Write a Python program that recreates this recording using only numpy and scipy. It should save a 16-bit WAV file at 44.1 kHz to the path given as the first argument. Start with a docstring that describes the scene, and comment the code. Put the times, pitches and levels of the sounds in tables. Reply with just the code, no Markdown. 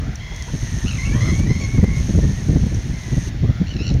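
"""Windy shore with gulls and terns

Wind buffets a camera microphone on a rocky shore, rumbling and thumping over the wash of the sea.
Gulls wail and terns chatter from a colony some way off: arched tones, chopped into a rasp, that echo
off the rocks. Close up, the lens ticks and its zoom motor whirrs in tiny steps.
The camera notches out two bands of the treble and overloads on the hardest gusts."""
import sys
import numpy as np
from scipy import signal
from scipy.fft import rfft, irfft
from scipy.io import wavfile
from scipy.ndimage import uniform_filter1d

SR = 44100
rng = np.random.default_rng(int(sys.argv[2]) if len(sys.argv) > 2 else 0)


def bounce(signal):
    """Save signal as a 16-bit WAV file at the path given by the first command-line argument."""
    frames = np.transpose(np.atleast_2d(signal))
    limited = np.clip(frames, -1, 1)
    pcm = np.round(limited * 32767).astype(np.int16)
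    wavfile.write(sys.argv[1], SR, pcm)


N = 176400
TIME = np.arange(N) / SR

# steady breeze and single gusts at the microphone (time [s], relative level [dB])
BREEZE = [(0, -20.5), (.18, -34.5), (.72, -26), (1.15, -19.5), (1.66, -22), (2.2, -20), (2.82, -22.5),
          (3.0, -27.5), (3.69, -25), (4, -18.5)]
GUSTS = [(0.097, -26), (.545, -18), (.85, -18), (1.158, -15), (1.231, -15), (1.275, -17.5), (1.329, -18),
         (1.399, -13), (1.509, -11.5), (1.564, -20), (1.598, -26), (1.749, -16.5), (1.79, -11), (1.839, -8),
         (2.1, -15.5), (2.156, -14.5), (2.185, -12.5), (2.242, -15.5), (2.498, -11.5), (2.533, -16),
         (2.566, -10.5), (2.672, -19), (2.77, -25), (3.132, -15), (3.177, -15.5), (3.44, -13),
         (3.498, -12.5), (3.617, -13.5), (3.762, -16), (3.815, -18.5), (3.954, -16)]
# zoom motor fader, lens ticks and cracks on gusts (time [s], level [dB])
ZOOM_FADER = [(.25, -56), (.38, -44.5), (.62, -38.5), (1.39, -37), (1.43, -42), (1.76, -40), (1.87, -45.5),
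              (1.98, -38), (2.94, -44.5), (3.288, -38), (3.33, -95)]
TICKS = [(0.156, -25.5), (.362, -28), (.424, -27), (2.746, -28.5), (3.94, -31)]
CRACKS = [(1.396, -34.5), (1.842, -34.5), (2.668, -43.5)]
# tone colour of each noise layer (frequency [Hz], relative level [dB])
RUMBLE_EQ = [(15, -30), (48, 4.5), (125, -0.5), (220, -17), (6000, -100)]
FLUTTER_EQ = [(30, -13), (110, 3.5), (170, -1), (250, -7.5), (1000, -43.5), (16000, -100)]
SEA_EQ = [(100, -22), (650, 5.5), (1200, -4), (2000, 6), (2600, -1), (5800, -3), (6800, -6.5), (8200, -21),
          (15000, -28)]
MOTOR_EQ = [(900, -10.5), (5200, -8.5), (6400, 3.5), (7400, -19), (8500, -10), (9400, -20.5), (11600, -21),
            (13800, -37)]
TICK_EQ = [(3500, -25), (5900, 10), (8500, -12), (16000, -33)]
CRACK_EQ = [(900, -8), (2000, -10), (16000, -29)]
# gruff low calls and thin, high gull overtones (time [s], length [s], pitch [Hz], level [dB])
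GRUNTS = [(.01, .14, 692, -45.5), (0.313, 0.035, 453, -44.5), (0.473, 0.032, 504, -41.5),
          (1.131, .19, 589.3, -39), (3.457, 0.19, 692, -47.5)]
GULL_OVERTONES = [(0.193, 0.35, 3320, -49), (1.14, 0.22, 3360, -47), (3.422, .24, 3400, -56)]
# gull wails (time [s], length [s], start pitch [Hz], middle pitch [Hz], end pitch [Hz],
# level [dB], rasp [0-1], brightness [dB])
GULL_WAILS = [(.2, 0.23, 1014, 1059, 1006, -42, 0.94, 9), (0.615, 0.23, 991, 928, 895, -43.5, 1, -14),
              (0.982, .06, 1040, 1043, 1083, -32.5, 0.71, 9), (1.042, 0.11, 1085, 1116, 1160, -38, .55, 8),
              (1.123, 0.067, 837, 917, 960, -38.5, 1, -22), (1.204, 0.11, 998, 1048, 1050, -32, 0.68, 12.5),
              (1.313, 0.14, 1056, 1126, 1158, -40, 0.4, 9), (1.466, 0.13, 971, 1056, 1023, -36, 0.65, 13),
              (1.595, 0.0632, 1059, 1108, 1050, -34.5, 0.74, 16),
              (1.654, .14, 1066, 1109, 1040, -40.5, .45, -9), (1.812, 0.19, 976, 1067, 1060, -39, 0.78, -3),
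              (2.22, .2, 923, 921, 972, -46.5, 0.5, -7), (2.925, .33, 1068, 1007, 905, -45, 0.68, 10)]
# tern rattles (time [s], length [s], start pitch [Hz], end pitch [Hz],
# level [dB], brightness [dB], pulse rate [Hz])
TERN_RATTLES = [(.856, 0.039, 1280, 1480, -32.5, -7.5, 93), (0.902, 0.077, 1315, 1254, -38, -6, 47),
                (3.666, 0.03, 1363, 1547, -41, 0, 89), (3.727, 0.055, 1321, 1414, -42.5, 2, 37.3),
                (3.863, 0.049, 1445, 1324, -34, 4.5, 87)]
# clear tern notes (time [s], length [s], start pitch [Hz], middle pitch [Hz], end pitch [Hz],
# level [dB], brightness [dB])
TERN_NOTES = [(1.049, 0.035, 1290, 1364, 1300, -37, -14), (3.699, 0.027, 1490, 1503, 1470, -39, -6),
              (3.787, 0.04, 1303, 1316, 1430, -37, 0), (3.826, 0.048, 1398, 1430, 1307, -39, 0)]
# harmonics of each voice, from the fundamental up (relative level [dB])
GULL_HARMONICS = [-1, 11, -19, -14, -12, -11.5]
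GRUNT_HARMONICS = [-1.7, 0, -5.5]
TERN_HARMONICS = [-10.5, -1, -1.5, -4.5, -15]
# the camera's treble notches (centre [Hz], width [Hz])
NOTCHES = [(4830, 233), (7700, 1100)]


def amp(db):
    """Decibels to gain."""
    return 10 ** (np.asarray(db) / 20)


def unit(x):
    """Scales to rms 1."""
    return x / np.sqrt(np.mean(x ** 2) + 1e-20)


def fader(points):
    """Straight ramps between (time, level) points."""
    return np.interp(TIME, *np.transpose(points))


def swells(points, sigma_s):
    """A bell-shaped swell of gain at each (time, level) point."""
    return sum(amp(db) * np.exp(-.5 * ((TIME - s) / sigma_s) ** 2) for s, db in points)


def colour(x, eq):
    """Shapes x with an EQ curve, at rms 1."""
    hz, db = np.transpose(eq)
    f = np.fft.rfftfreq(len(x), 1 / SR)
    gain = amp(np.interp(np.log(f + 1), np.log(hz), db))
    return unit(irfft(rfft(x) * gain, len(x)))


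def noise(eq):
    """A steady bed of coloured noise."""
    return colour(rng.standard_normal(N), eq)


def wander(rate_hz, length=N):
    """Random drift up to about rate_hz, at an rms near 1."""
    f = np.fft.rfftfreq(N, 1 / SR)
    return unit(irfft(rfft(rng.standard_normal(N)) * np.exp(-(f / rate_hz) ** 2), N))[:length]


def track(cues):
    """Lays (time, sound) cues on one track; any cued before zero start at zero."""
    out = np.zeros(N)
    for s, sound in cues:
        part = out[max(round(s * SR), 0):][:len(sound)]
        part += sound[:len(part)]
    return out


def turbulence(eq, samples):
    """Noise with its level ridden flat over a window of samples."""
    x = noise(eq)
    power = uniform_filter1d(uniform_filter1d(x ** 2, samples), samples)
    return x / np.sqrt(power + 1e-6)


def wind(rumble_gain_db=1, flutter_db=-20, lull_db=2.5, eddy_db=3.5):
    """Rumble follows the wind; a higher flutter grows faster with it, so gusts thump the microphone."""
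    breeze = amp(fader(BREEZE) + lull_db * wander(14))
    gusts = swells(GUSTS, sigma_s=.009)
    rumble = np.hypot(breeze, .34 * gusts) * turbulence(RUMBLE_EQ, samples=1600)
    force = np.hypot(.55 * breeze * amp(eddy_db * wander(55)), gusts)
    flutter = unit(force ** 1.14 * turbulence(FLUTTER_EQ, samples=500))
    return amp(rumble_gain_db) * rumble + amp(flutter_db) * flutter


def sea(db=-43):
    """The steady wash of distant water."""
    return amp(db) * noise(SEA_EQ)


def call(length, start_hz, middle_hz, end_hz, db, rasp, bright_db=0, pulse_hz=88,
         harmonics=GULL_HARMONICS, pulse_s=.0027, chirp=.13, unevenness=.17):
    """A bird voice, a gull by default: an arched tone that rasp chops into upward-flicking pulses."""
    t = np.arange(0, length, 1 / SR)
    arch_hz = np.polyval(np.polyfit([0, .5, 1], [start_hz, middle_hz, end_hz], 2), t / length)
    pulse_count = np.cumsum(pulse_hz * (1 + unevenness * wander(41.7, len(t)))) / SR
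    from_peak = pulse_count % 1 - .5
    pulses = 1 - rasp + rasp * np.exp(-.5 * (from_peak / pulse_hz / pulse_s) ** 2)
    jitter = .021 * (wander(350, len(t)) + wander(40.5, len(t)))
    cycles = np.cumsum(arch_hz * (1 + rasp * (chirp * from_peak + jitter))) / SR
    tone = np.zeros(len(t))
    for k, harmonic_db in enumerate(harmonics, 1):
        gain = amp(harmonic_db + bright_db * (k > 2))
        odd_gain = .5 + .5 * rasp if k % 2 else 1  # rasp brings out the odd harmonics
        tone += gain * odd_gain * np.sin(2 * np.pi * (k * cycles + rng.random()))
    attack_s, release_s = .0042, .0023
    envelope = np.clip(np.minimum(t / attack_s, (length - t) / release_s), 0, 1)
    waver = amp(2 * wander(66, len(t)))
    return amp(db) * unit(tone * pulses * envelope * waver)


def colony(count=30, centre_hz=980, spread=.14):
    """A bed of faint, scattered gull calls from far off."""
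    cues = []
    for slot, (offset, size, pitch) in enumerate(rng.random((count, 3))):
        s = (slot + offset - 2) * N / SR / count
        hz = centre_hz * (1 + spread * (2 * pitch - 1))
        cues.append((s, call(.1 * (1 + size), .88 * hz, hz, .88 * hz, db=-55.5, rasp=.5)))
    return track(cues)


def grunts():
    """Low, gruff calls that rise in ragged pulses."""
    voice = dict(rasp=.99, harmonics=GRUNT_HARMONICS, chirp=.32, unevenness=.298)
    return track((s, call(length, .8 * hz, hz, 1.08 * hz, db, **voice)) for s, length, hz, db in GRUNTS)


def rocks(x, echo_db=-7, t60_s=.22, predelay_s=.005):
    """Adds a short, diffuse echo off the rocks."""
    t = TIME[:SR // 2]
    tail = rng.standard_normal(len(t)) * amp(-60 * t / t60_s) * (t > predelay_s)
    return x + amp(echo_db) * signal.fftconvolve(x, tail / np.linalg.norm(tail))[:N]


def zoom_motor(steps_per_s=320):
    """Each motor step is a puff of gear noise, with an accent every third step."""
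    steps = np.cumsum(steps_per_s * (1 + .017 * wander(2))) / SR
    puffs = .25 + np.exp(-(steps % 1) / .29)
    accent = 1 + .18 * np.cos(2 * np.pi * steps / 3)
    return amp(fader(ZOOM_FADER)) * colour(puffs * accent * rng.standard_normal(N), MOTOR_EQ)


def lens_ticks(decay_s=.0022):
    """The lens mechanism ticks in tiny, bright bursts of noise."""
    t = TIME[:2048]
    decay = np.exp(-t / decay_s)
    return track((s, amp(db) * decay * colour(rng.standard_normal(len(t)), TICK_EQ)) for s, db in TICKS)


def gull_overtones():
    """A resonance of the gull voice rings as one thin, high, wavering overtone."""
    return track((s, call(length, .95 * hz, hz, .95 * hz, db, rasp=.64, harmonics=[0]))
                 for s, length, hz, db in GULL_OVERTONES)


def gulls():
    """The nearer gulls wail, from fairly clear to hoarse."""
    return track((s, call(*wail)) for s, *wail in GULL_WAILS)


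def terns(rattle_rasp=.88, note_rasp=.397):
    """Shrill chatter: heavy rasp breaks a note into an even rattle, light rasp leaves it clear."""
    voice = dict(harmonics=TERN_HARMONICS, pulse_s=.0014, chirp=.32, unevenness=0)
    cues = []
    for s, length, start_hz, end_hz, db, bright_db, pulse_hz in TERN_RATTLES:
        glide = start_hz, (start_hz + end_hz) / 2, end_hz
        cues.append((s, call(length, *glide, db, rattle_rasp, bright_db, pulse_hz, **voice)))
    for s, *note, bright_db in TERN_NOTES:
        cues.append((s, call(*note, note_rasp, bright_db, **voice)))
    return track(cues)


def cracks():
    """A brief crack of noise tops a few of the gusts."""
    return swells(CRACKS, sigma_s=.004) * noise(CRACK_EQ)


def scene():
    """Wind, sea, birds and lens in mono; only the birds get the echo."""
    weather = wind() + cracks() + sea()
    birds = gulls() + terns() + grunts() + gull_overtones() + colony()
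    return (weather + rocks(birds) + zoom_motor() + lens_ticks())[None]


def record(dry):
    """The camera soft-clips on gusts, notches the treble, adds a faint whine and cuts the very top."""
    ceiling, cutoff_hz = .71, 15820
    whine_hz, whine_db = 15465, -72
    x = dry / (1 + (dry / ceiling) ** 10) ** (1 / 10)
    for hz, width_hz in NOTCHES:
        x = signal.lfilter(*signal.iirnotch(hz, hz / width_hz, SR), x)
    whine = amp(whine_db) * np.sqrt(2) * np.sin(2 * np.pi * whine_hz * TIME)
    lowpass = signal.firwin(801, cutoff_hz, window=("kaiser", 9), fs=SR)
    return signal.oaconvolve(x + whine, lowpass[None], "same")


dry = scene()
out = record(dry)
bounce(out)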